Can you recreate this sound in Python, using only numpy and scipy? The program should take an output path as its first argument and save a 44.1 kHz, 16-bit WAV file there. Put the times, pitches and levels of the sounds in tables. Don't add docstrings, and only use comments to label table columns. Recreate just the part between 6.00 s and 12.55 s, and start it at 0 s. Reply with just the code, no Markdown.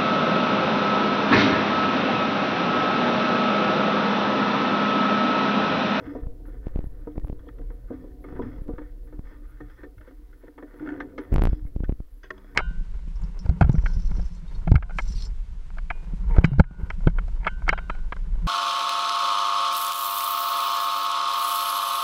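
import sys
import numpy as np
from scipy import signal
from scipy.fft import rfft, irfft
from scipy.io import wavfile
from scipy.ndimage import uniform_filter1d

SR = 44100
rng = np.random.default_rng(int(sys.argv[2]) if len(sys.argv) > 2 else 0)


def store_pcm(level_fs):
    pcm = np.round(np.clip(level_fs, -1, 1) * 32767).astype(np.int16)
    wavfile.write(sys.argv[1], SR, np.atleast_2d(pcm).T)


def ratio_of_db(decibels):
    return 10 ** (np.asarray(decibels, float) / 20)


N = 288839


def evened(x):
    return x / np.sqrt(np.mean(x ** 2) + 1e-20)


def add(mix, s, sound):
    part = mix[max(round(s * SR), 0):][:len(sound)]
    part += sound[:len(part)]


def ring(x, modes, tilt_db=0.):
    out = np.zeros(len(x))
    for k, (hz, width, db) in enumerate(modes):
        pole = np.exp((2j * np.pi * hz - np.pi * abs(width)) / SR)
        gain = (-1) ** k * ratio_of_db(db + tilt_db * np.log2(hz / 1500)) * (1 - abs(pole))
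        out += gain * signal.lfilter([1j], [1, -pole], x).real
    return out


def step(t, rise_ms):
    u = np.maximum(t, 0) * 1000 / max(rise_ms, .01)
    return 1 - (1 + u) * np.exp(-u)


def leaked(change, leak_s):
    return signal.lfilter([1], [1, -np.exp(-1 / (leak_s * SR))], change)


# (time [s], sway level [dB], frame rubbing level [dB])
SHAKING = [(0.0, -43.5, -41.5), (0.5, -38.5, -51.5), (1.28, -37, -53), (1.42, -40.5, -51),
           (1.84, -36, -54.5), (2.22, -43.5, -49.5), (2.42, -36, -40.5), (2.65, -39.5, -52),
           (3.47, -40, -57.5), (4.21, -46, -61), (4.7, -53, -53), (4.9, -48, -38), (5.25, -48.5, -49),
           (5.379, -31, -42), (5.58, -40, -53.5), (5.82, -42, -57), (6.1, -46.5, -65.5),
           (6.55, -47.5, -54.5)]


def shaking():
    s, sway_db, rub_db = np.transpose(SHAKING)
    t = np.arange(N) / SR
    return np.interp(t, s, sway_db), np.interp(t, s, rub_db)


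# (frequency [Hz], width [Hz], level [dB])
MOUNT_MODES = [(33, 15, 4.5), (55, 17, 0)]
# (frequency [Hz], width [Hz], level [dB])
TYRE_MODES = [(66.7, 33.5, 3), (117.8, 23, 4.5), (146.2, 46, -1), (188.5, 52, -2)]


def sway():
    swing = ring(ring(rng.standard_normal(N), MOUNT_MODES), MOUNT_MODES)
    rumble = ring(ring(rng.standard_normal(N), TYRE_MODES), TYRE_MODES)
    sway_db, rub_db = shaking()
    tyre_db = -50.5 + 0.97 * (sway_db + 40.0) + 0.72 * (rub_db + 49.0)
    return ratio_of_db(sway_db) * evened(swing) + ratio_of_db(tyre_db) * evened(rumble)


def rubbing(modes, per_s, spread_db, smooth_hz, tilt_db, patchy_db):
    loudness = ratio_of_db(spread_db * np.minimum(rng.exponential(1, N), 4))
    slips = (rng.random(N) < per_s / SR) * rng.standard_normal(N) * loudness
    soft = signal.sosfilt(signal.butter(2, smooth_hz, fs=SR, output="sos"), slips)
    hop = 3000
    wander = patchy_db * rng.standard_normal((len(modes), N // hop + 2))
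    out = np.zeros(N)
    for k, (mode, turns) in enumerate(zip(modes, wander)):
        gain = ratio_of_db(np.interp(np.arange(N) / hop, np.arange(len(turns)), turns))
        out += (-1) ** k * gain * ring(soft, [mode], tilt_db)
    return evened(out)


# (frequency [Hz], width [Hz], level [dB])
FRAME_MODES = [(188, 3, -36), (255.9, 17.4, -2.5), (291.5, 35.4, 1.5), (300.1, 13.1, 7), (370.2, 8.4, -5),
               (435.8, 5, -7), (467.2, 7.8, -4.5), (519, 27.4, -11.5), (642, 53, -23.5), (734.5, 8.8, -17),
               (900, 34, -33), (982, 12.6, -22.5), (1115, 77, -37.5)]


def frame_rubbing():
    rub = rubbing(FRAME_MODES, per_s=1100.0, spread_db=-4.5, smooth_hz=910.0, tilt_db=3.0, patchy_db=3.0)
    return ratio_of_db(shaking()[1]) * rub


def stroking(strokes, rest_db):
    grip_s, release_db_per_s = 0.035, 279.5
    power, t = np.full(N, ratio_of_db(2 * rest_db)), np.arange(SR) / SR
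    for s, hold, db in strokes:
        fade_db = release_db_per_s * np.maximum(t - grip_s - hold, 0)
        add(power, s, (np.minimum(t / grip_s, 1) * ratio_of_db(db - fade_db)) ** 2)
    return np.sqrt(power)


# (frequency [Hz], width [Hz], level [dB])
CASE_MODES = [(905, 84, 6.5), (1220, 100, 9.5), (1503, 130, 8.5), (1805, 61, 9.5), (2010, 140, 2.5),
              (2228, 96, -1.5), (2540, 146, -10.5), (3405, 225, -11), (4250, 140, -19), (5170, 180, -24),
              (6000, 200, -26)]
# (start [s], hold [s], level [dB])
CASE_STROKES = [(0, 0.074, -53), (0.112, 0.057, -58.5), (.45, 0.076, -65.5), (0.615, 0.048, -60.5),
                (.7, 0.12, -67.5), (0.91, 0.18, -69.5), (1.39, 0.55, -74), (1.868, 0.045, -61.5),
                (1.967, 0.1, -68), (2.224, 0.24, -60), (2.407, 0.14, -59.5), (2.563, 0.04, -65),
                (2.7, 0.16, -66), (3.231, 0.09, -59.5), (3.413, 0.26, -66), (3.675, 0.1, -66.5),
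                (3.75, 0.054, -63), (4.02, 0.026, -62), (4.137, 0.36, -75), (4.393, 0.052, -65.5),
                (4.645, 0.23, -62.5), (4.78, 0.21, -56), (5.0, 0.1, -68), (5.173, 0.034, -55),
                (5.263, 0.24, -60.5), (6.3, 0.19, -63)]


def case_rubbing():
    rub = rubbing(CASE_MODES, per_s=2400.0, spread_db=-1.0, smooth_hz=6900.0, tilt_db=1.0, patchy_db=2.2)
    return stroking(CASE_STROKES, rest_db=-78) * rub


# (frequency [Hz], width [Hz], level [dB])
COVER_MODES = [(3350, 53, 7.5), (5050, 260, -0.5), (5870, 120, -10)]
# (start [s], hold [s], level [dB])
COVER_STROKES = [
    (0, 0.13, -75.5),
    (1.9, 0.092, -84),
    (2.23, 0.13, -83),
    (2.39, 0.15, -77),
    (3.23, 0.075, -78),
    (3.67, 0.069, -79),
    (4.82, .12, -98),
    (6.31, .2, -82.5),
    (5.46, .07, -73.5),
]


def cover_singing():
    rub = rubbing(COVER_MODES, per_s=3000.0, spread_db=2.0, smooth_hz=9000., tilt_db=5.0, patchy_db=2.5)
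    return stroking(COVER_STROKES, rest_db=-100) * rub


# (time [s], frequency [Hz], level [dB], t60 [s])
PINGS = [(0, 635, -56, 2), (0.149, 464, -69, 1.2), (0.148, 307, -62, 0.57), (1.073, 306.6, -36, 0.51),
         (1.6, 133, -45, 0.28), (1.904, 114.5, -42.5, 0.37), (1.905, 260.7, -36.5, 0.93),
         (1.905, 506, -64, .2), (1.919, 441, -58, 0.91), (2, 167, -47, 0.38), (2.395, 117, -39, 0.39),
         (2.4, 732, -69, 1.6), (2.401, 235.7, -33.5, .4), (2.689, 300, -63, 0.74), (2.69, 356, -60, 0.88),
         (2.701, 487, -47.5, 1.2), (3.611, 113.5, -45, 0.37), (3.62, 174, -52, 0.37),
         (3.969, 95, -41, 0.22), (4.441, 305, -49, 0.61), (4.806, 306.5, -31.5, 0.46),
         (4.999, 385, -54, 0.66), (5.178, 470, -46, 0.57), (6.31, 199, -54, 2.2), (0.072, 287.2, -32, 0.47),
         (2.589, 32.4, -33, 0.46), (5.72, 27.2, -30, 0.48), (5.857, 25.8, -20.5, 0.095),
         (5.94, 34, -35.5, 0.68), (6.124, 34.6, -38, 0.55), (2.395, 966, -35.5, 0.075),
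         (2.395, 747, -56, .2), (4.0, 616, -56.5, 0.19), (4.799, 143, -48, 0.25), (5.181, 1260, -29, 0.033),
         (6.31, 624, -53, 0.16), (5.179, 2140, -40.5, 0.066), (5.18, 5030, -56, 0.051),
         (5.199, 3180, -66, 0.11), (5.662, 2150, -60, 0.091), (2.694, 1180, -50, 0.1),
         (2.69, 518, -48, 0.27), (4.879, 296.5, -25.5, 0.26), (4.823, 309, -28.5, 0.18),
         (4.92, 311, -29, 0.14), (4.798, 1470, -46, .05), (5.18, 872, -44, 0.13), (6.33, 380, -41, 0.17),
         (2.45, 255.5, -31, 0.28), (4.63, 632, -49, .2),
         (.151, 466, -35, .1), (1.072, 470, -27.5, 0.087), (1.072, 936, -39, .05),
              (1.072, 1260, -47, 0.055), (1.905, 470, -37, 0.089), (2.394, 1250, -44, 0.052),
              (2.24, 2140, -47.5, 0.047), (4.874, 1443, -38, 0.067), (4.889, 1430, -38, .06),
              (4.889, 1750, -34, 0.046), (5.003, 1545, -27, .045), (5.003, 1707, -28, .04),
              (5.002, 743, -40, .075), (5.002, 2050, -36, .04), (5.19, 388, -33, .2),
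              (5.2, 2019, -66, 0.34), (6.232, 1500, -49, .03), (1.213, 1840, -54.5, 0.037)]


def pings():
    out, t = np.zeros(N), np.arange(SR) / SR
    rise_s = 0.0018
    for s, hz, db, t60 in PINGS:
        fade = ratio_of_db(db - 60 * t / max(t60, .02)) * np.tanh(t / rise_s) * (1 - t)
        add(out, s, fade * np.sin(2 * np.pi * hz * t))
    return out


# (frequency [Hz], level [dB per Hz])
HISS_CURVE = [(300, -37), (1000, -11), (2500, -15.5), (4150, -15.5), (7000, -20), (9500, -20), (11200, -15),
              (12500, -19), (14500, -17.5), (15500, -15.5)]


def hiss():
    hz = np.fft.rfftfreq(N, 1 / SR)
    f, db = np.transpose(HISS_CURVE)
    curve = ratio_of_db(np.interp(np.log(hz + 1), np.log(f), db))
    return ratio_of_db(-72.5) * evened(irfft(rfft(rng.standard_normal(N)) * curve, N))


# (frequency [Hz], level [dB rms])
WHINE_TONES = [(13695, -96), (13749, -85), (13803, -93)]


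def whine():
    t = np.arange(N) / SR
    return sum(np.sqrt(2) * ratio_of_db(db) * np.cos(2 * np.pi * f * t) for f, db in WHINE_TONES)


# (time [s], level [dB])
CARD_WRITES = [(0.4589, -59.5), (0.8385, -62), (0.8869, -71), (1.2406, -60), (1.7135, -62), (2.2114, -62),
               (2.611, -62), (3.0395, -63), (3.476, -62), (3.9669, -63), (4.3755, -62), (4.7556, -62),
               (5.2066, -62), (5.656, -61), (6.107, -64), (6.1554, -66)]
# (frequency [Hz], width [Hz], level [dB])
SUPPLY_MODES = [(11100, 1000, -18), (11240, 330, -2), (15600, 400, -12)]


def supply_buzz():
    t = np.arange(N) / SR
    frames_per_s, first_frame_s = 30, .008
    load = ratio_of_db(-74.5) * np.exp(-((t - first_frame_s) * frames_per_s % 1) / 0.12)
    for s, db in CARD_WRITES:
        add(load, s, ratio_of_db(db - 12.5) * signal.windows.tukey(round(0.042 * SR), .3))
    return load * evened(ring(rng.standard_normal(N), SUPPLY_MODES))


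def blow(noise, modes, contact_ms, lead, tilt_db=0., scrape_db=3.5):
    ms = np.arange(len(noise)) * 1000 / SR
    fade = ms / max(contact_ms, .1)
    rattle_and_scrape = np.exp(-fade) + ratio_of_db(scrape_db) * np.exp(-fade / 7.8)
    force = noise * rattle_and_scrape * np.tanh(ms / 1.17) / np.sqrt(contact_ms)
    force[:12] += lead * np.hanning(12)
    sound = ring(force, modes, tilt_db) * np.linspace(1, 0, len(noise))
    return sound / np.sqrt(np.mean(sound[:round(40 * contact_ms) + 400] ** 2))


# (time [s], case peak [dB], frame level [dB], contact [ms])
CLACKS = [(0.055, -38.5, -52, 12), (0.5408, -66, -44.5, 9.1), (1.4662, -64, -40, 18),
          (1.614, -47, -46, 1.3), (1.9205, -49, -33.5, 25), (2.4486, -47, -41, 7.5),
          (2.6804, -45.5, -41, 8.3), (3.6968, -40.5, -51, 11), (3.9791, -42, -52, 2.2),
          (4.0089, -39, -46.5, 6.4), (4.0745, -43.5, -41.5, 13), (4.1077, -48, -43.5, 2.4),
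          (4.3285, -42, -55, 4.7), (4.4347, -60, -41, 14), (4.7386, -43.5, -41, 7), (5.5904, -47, -70, 1.4),
          (5.8405, -30, -50, 3), (6.2318, -34.5, -68, 3), (6.2387, -37, -44.5, 13),
          (6.3789, -41, -47.5, 0.99), (5.179, -26.5, -29.5, 6.8), (1.5835, -44.5, -70, 2.1),
          (0.002, -39, -40.5, 4.8), (0.9, -69, -59, 6.1), (3.862, -64, -46, 8.2)]
# (time [s], case peak [dB], frame level [dB], contact [ms])
BUMPS = [(0.1505, -48, -26, 3.4), (0.1682, -41, -51, 1), (0.2314, -42, -52, 5.4), (0.4517, -43, -49, 6.2),
         (0.4813, -45, -39.5, 20), (1.0712, -43, -26.5, 5.1), (1.1542, -46.5, -36, 5.6),
         (1.2137, -56, -46, 4.8), (1.272, -46, -40, 0.58), (1.392, -44.5, -61, 5.9),
         (1.5919, -64, -37, 4.8), (1.701, -40.5, -39, 7.2), (1.9037, -70, -27.5, 19),
         (2.0404, -64, -37, 14), (2.2406, -33.5, -36, 10), (2.2829, -37, -40.5, 10.5),
         (2.3226, -40, -37, 5), (2.361, -33, -41, 7), (2.3927, -39, -21.5, 1.2), (2.4185, -31, -40, 12),
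         (2.6885, -55, -23.5, 7), (2.7806, -28, -33.5, 3.8), (3.1239, -43, -41.5, 19),
         (4.5782, -31.5, -40, 6.3), (4.8225, -56, -38.5, 3.1), (5.3195, -39, -54, 1.3),
         (5.411, -40, -54, 7), (0.072, -53, -44, 6.6), (3.312, -46, -43.5, 27)]
# (time [s], case peak [dB], frame level [dB], contact [ms])
RAPS = [(1.4865, -34.5, -68, 2.2), (2.8141, -41, -36.5, 13), (3.0704, -49, -73, 23),
        (3.6031, -31.5, -34.5, 6.7), (3.786, -43, -46, 9.3), (3.8322, -33.5, -34.5, 4.8),
        (4.4793, -38.5, -42.5, 1.6), (4.6237, -34.5, -33.5, 4.6), (5.0019, -20, -32.5, 4),
        (5.664, -50, -52, 4.6), (6.304, -15.5, -33, 1.3), (6.4425, -46, -49.5, 0.7)]
# (time [s], peak [dB])
CHATTER = [(4.796, -37.5), (4.824, -51), (4.845, -46), (4.861, -36.5), (4.872, -32), (4.8891, -26),
           (4.902, -33), (4.9194, -38), (4.9305, -39.5), (4.939, -37.5), (4.961, -41), (4.975, -43)]
# (frequency [Hz], width [Hz], level [dB])
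HELD_FRAME_MODES = [(199, 11.6, -7.5), (279, 11, -7), (380, 8.8, 0.5), (470, 12, -7), (624, 25, -10),
                    (725, 28, -20), (990, 57, -19)]
# (frequency [Hz], width [Hz], level [dB])
HELD_CASE_MODES = [(1084, 25, 5.5), (1400, 84, 3.5), (1600, 84, -0.5), (1750, 39, 2), (1900, 110, 0),
                   (2580, 100, -10), (2930, 70, -12), (3360, 110, -10), (4260, 87, -28), (4880, 110, -20),
                   (6220, 89, -24)]


def knocks():
    out = np.zeros(N)
    held_from_s = 6.1
    chatter = [(s, db + 4.5, -90, 1.3) for s, db in CHATTER]
    # brightness in dB per octave, case tone nearest the blow in Hz
    kinds = [(BUMPS, (-4.5, 970)), (CLACKS, (4.5, 1548)), (RAPS, (-.4, 1754)), (chatter, (-1, 1480))]
    blows = [(*row, *spot) for rows, spot in kinds for row in rows]
    rattle = rng.standard_normal((len(blows), 2, 5000))
    spots_db = 2.5 * rng.standard_normal((len(blows), len(FRAME_MODES)))
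    rubber = signal.butter(2, 1300., fs=SR, output="sos")
    first_push = 6.5
    for (s, case_db, frame_db, ms, tilt_db, near_hz), (a, b), spot_db in zip(blows, rattle, spots_db):
        held = s > held_from_s
        case = []
        for hz, width, db in HELD_CASE_MODES if held else CASE_MODES:
            near_db = 8.4 * np.exp(-(np.log2(hz / near_hz) / 0.059) ** 2)
            case.append((hz, 1.18 * width, db + near_db))
        body = HELD_FRAME_MODES if held else FRAME_MODES
        frame = [(hz, 1.29 * width, db + d) for (hz, width, db), d in zip(body, spot_db)]
        hard_db = 3.5 + 0.038 * (frame_db + 3.5)
        on_case = blow(a, case, 0.31 * ms, 1.0, tilt_db)
        on_frame = blow(b, frame, .65 * ms, first_push, hard_db, scrape_db=-0.5)
        tyre_thud = blow(a, TYRE_MODES, ms, first_push)
        add(out, s, ratio_of_db(case_db - 16.0) * on_case)
        add(out, s, ratio_of_db(frame_db - 6.0) * signal.sosfilt(rubber, on_frame))
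        add(out, s, ratio_of_db(frame_db - 26.5) * signal.sosfilt(rubber, tyre_thud))
    return out


LEAN_S = .0125
LEAK_S = .016


def jolt(t, rise_ms, lean, rebound_ms):
    damping = .74
    u = np.pi * np.maximum(t - LEAN_S, 0) * 1000 / rise_ms
    snap = 1 - np.exp(-damping * u) * (np.cos(u) + damping * np.sin(u))
    catch = .28 * min(1, 1.5 / rise_ms) ** 3
    caught = step(t - LEAN_S + .0005, .067)
    eased = np.exp(-rebound_ms / 4.6) * step(t - LEAN_S + .0051, 1.45)
    leaning = step(t, 3.7) - eased
    back = .73 * step(t - LEAN_S - rise_ms / 1000, rebound_ms)
    return (1 + catch) * snap - catch * caught - lean * leaning - back


# (time [s], jump [dB], rise [ms], lean [share of the jump], rebound [ms])
JOLTS = [(0.2324, -20.4, 6.37, 0.95, 12.3), (0.2687, -18.6, 4.02, 0.9, 9.6),
         (0.6694, -17.4, 1.42, 0.83, 13.6), (0.7598, -13.8, 1.67, 0.8, 6.4),
         (0.7911, -17.1, 1.47, 0.83, 9.4), (0.8416, -22.3, 2.19, 0.66, 10.1),
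         (0.8691, -20.0, 5.66, 0.95, 19.4), (1.18, -17.0, 1.35, 0.84, 11.0),
         (1.2445, -18.6, 5.28, 1.41, 1.2), (1.2992, -18.8, 1.45, 0.74, 6.6),
         (1.3285, -22.5, 1.69, 0.8, 12.7), (2.3253, -28.2, 1.82, 0.98, 20.0),
         (2.3569, -28.3, 1.53, 1.18, 20.0), (2.4381, -27.3, 1.5, 0.82, 20.0),
         (2.5874, -27.2, 2.6, 0.95, 20.0), (2.6186, -23.8, 2.6, 1.06, 20.0),
         (2.737, -23.1, 1.83, 1.05, 20.0), (3.1934, -21.9, 2.27, 0.91, 20.0),
         (5.6243, -20.6, 7.35, 0.82, 15.4), (5.6523, -20.1, 4.45, 1.22, 3.6),
         (5.7629, -15.3, 1.86, 0.7, 2.2), (5.805, -14.9, 2.48, 0.83, 8.2), (5.8359, -17.1, 1.69, 0.82, 4.7),
         (5.8944, -11.4, 1.65, 0.85, 3.1), (5.9239, -16.9, 1.96, 1.09, 3.0),
         (6.003, -21.2, 2.57, 0.82, 8.2)]


def jolts():
    change, t = np.zeros(N), np.arange(8000) / SR
    for s, db, *shape in JOLTS:
        add(change, s - LEAN_S, ratio_of_db(db) * np.diff(jolt(t, *shape), prepend=0))
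    return leaked(change + ratio_of_db(-8) * ring(change, FRAME_MODES, 6.4), LEAK_S)


# (start [s], end [s])
OVERLOAD = (5.322, 5.54)


def free():
    held = np.zeros(N)
    for s, *_ in JOLTS:
        add(held, s - .025, 0.65 * np.hanning(round(.055 * SR)))
    start_s, end_s = OVERLOAD
    add(held, start_s, .9 * signal.windows.tukey(round((end_s - start_s) * SR), .05))
    return 1 - np.minimum(held, .9)


# (time [s], peak [dB], rise [ms])
TICKS = [(0.2691, -35.5, 0.13), (0.669, -51, 0.11), (0.683, -41, 0.041), (0.7595, -46, 0.036),
         (0.7735, -32.5, 0.12), (0.7907, -53, 0.07), (0.8073, -41, 0.065), (0.8419, -38, 0.11),
         (0.8694, -43, 0.2), (0.899, -54, .15), (1.1802, -38.5, 0.058), (1.1984, -44, 0.031),
         (1.247, -27.5, 0.19), (1.272, -38, 0.09), (1.283, -41.5, 0.041), (1.3275, -41, 0.13),
         (2.5881, -44, 0.14), (2.681, -48, 0.0097), (3.193, -31, 0.19), (5.3347, -31, 0.06),
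         (5.3268, -36, 0.025), (5.428, -44, 0.06), (5.4646, -37, 0.027), (5.4936, -35.5, 0.033),
         (5.5307, -40, 0.032), (5.652, -39.5, 0.16), (5.7624, -45, 0.021), (5.803, -38.5, 0.091),
         (5.8347, -54, 0.09), (5.894, -51, 0.12), (5.902, -34, 0.1), (5.9235, -30, 0.15),
         (6.0035, -38, 0.14)]


def ticks():
    change, t = np.zeros(N), np.arange(8000) / SR
    lead_s = .0006
    for s, db, rise_ms in TICKS:
        edge = step(t - lead_s, rise_ms) - step(t, 0.38)
        add(change, s - lead_s, ratio_of_db(db + 5.5) * np.diff(edge, prepend=0))
    return leaked(change, LEAK_S)


# (time [s], level [dB])
SQUEAKS = [
    (1.1114, -82),
    (1.3844, -75),
    (1.4544, -78),
    (1.478, -68.5),
    (2.4132, -66.5),
    (3.2796, -86),
]


def squeaks():
    out = np.zeros(N)
    for s, db in SQUEAKS:
        tone = evened(ring(rng.standard_normal(800), [(3310.0, 76.0, 0)]))
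        add(out, s, ratio_of_db(db + 6.0) * tone * np.hanning(800))
    return out


# (time [s], place reached [share of the rail], rise [ms])
SLAMS = [(5.312, .2, 2), (5.3188, -.15, .3), (5.3199, .05, .15), (5.3208, -.95, .45), (5.3271, 1.0, .3),
         (5.3289, .6, .25), (5.33, .88, .3), (5.3413, -.2, .08), (5.3417, -1.0, .085), (5.3543, .7, .4),
         (5.3562, -.25, .4), (5.3602, .05, .08), (5.3606, -.25, .08), (5.3611, 1.0, .05), (5.3702, -.1, .7),
         (5.377, .2, .5), (5.3825, -1.0, .08), (5.3918, .25, .6), (5.3943, 1.0, .1), (5.4005, .2, .5),
         (5.404, -.2, 1.5), (5.4105, -.4, .4), (5.4125, -.9, .4), (5.4206, 1.0, .06), (5.4222, .3, .2),
         (5.4232, .85, .2), (5.4278, .3, .5), (5.4377, -1.0, .085), (5.4452, -.2, .4), (5.4478, -.45, .3),
         (5.454, 1.0, .052), (5.466, .12, .6), (5.472, -1.0, .078), (5.479, -.2, .7), (5.4825, -.45, .7),
         (5.4862, .5, 1.3), (5.49, 1.15, .9), (5.498, -.1, .8), (5.501, -.35, 1.3), (5.5066, .05, 1.7),
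         (5.521, -.9, 1.6), (5.5275, -.3, .8), (5.531, .95, .35), (5.534, .1, 2.2), (5.54, -.2, 2),
         (5.548, .05, 2)]


def slams():
    change, t = np.zeros(N), np.arange(8000) / SR
    rail, leak_s = .25, .0125
    last_s, last_place = 0, 0
    for s, place, rise_ms in SLAMS:
        remaining = last_place * np.exp((last_s - s) / leak_s)
        add(change, s, rail * (place - remaining) * np.diff(step(t, rise_ms), prepend=0))
        last_s, last_place = s, place
    return leaked(change, leak_s)


def unpinned():
    pinned = np.zeros(N)
    for (s, place, _), (until, *_) in zip(SLAMS, SLAMS[1:]):
        pinned[round(s * SR):round(until * SR)] = abs(place) > .84
    return 1 - .93 * uniform_filter1d(pinned, size=30)


# (time [s], length [ms], level [dB])
GRIT = [(5.3192, 2.1, -42.5), (5.354, 1.5, -50), (5.3597, 0.88, -47), (5.372, 6.1, -49), (5.3917, 2.5, -48),
        (5.408, 4.6, -42), (5.422, 3, -49), (5.4305, 1.3, -56), (5.444, 4.9, -56), (5.4925, 1.9, -56),
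        (5.506, 12, -55)]


def grit():
    out = np.zeros(N)
    dull = signal.butter(2, [900., 4500.], "bandpass", fs=SR, output="sos")
    for s, ms, db in GRIT:
        fade = np.exp(-(np.arange(900) * 1000 / SR / max(ms, .3)) ** 4)
        burst = rng.standard_normal(900) * fade
        rough = signal.sosfilt(dull, burst) / max(ms, 1)
        add(out, s, ratio_of_db(db - 0.5) * (rough + 3.0 * ring(burst, CASE_MODES, 2.2)))
    return out


# (time [s], peak [dB])
CRACKS = [
    (5.3417, -40),
    (5.4541, -46),
    (5.4202, -51),
    (5.4374, -36),
]


def crackle():
    out = np.zeros(N)
    for s, db in CRACKS:
        burst = rng.standard_normal(24) * np.hanning(24)
        add(out, s, ratio_of_db(db) * evened(ring(burst, [(11000.0, 1800.0, 0)])))
    return out


def scene():
    through_mount = frame_rubbing() + case_rubbing() + knocks() + pings()
    shaken = free() * sway() + unpinned() * through_mount
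    pressure = jolts() + ticks() + slams()
    electronics = hiss() + whine() + supply_buzz()
    small_parts = cover_singing() + squeaks() + grit() + crackle()
    return (shaken + pressure + electronics + small_parts)[None]


def roll_off(x):
    return signal.sosfilt(signal.butter(12, 16790, fs=SR, output="sos"), x)


def record(dry):
    ceiling, edge_hz = .255, 15830
    clipped = np.clip(dry, -ceiling, ceiling)
    low_pass = signal.firwin(1023, edge_hz, window=("kaiser", 9), fs=SR)
    mix = signal.oaconvolve(clipped, low_pass[None], "same")
    return roll_off(mix)


dry = scene()
out = record(dry)
store_pcm(out)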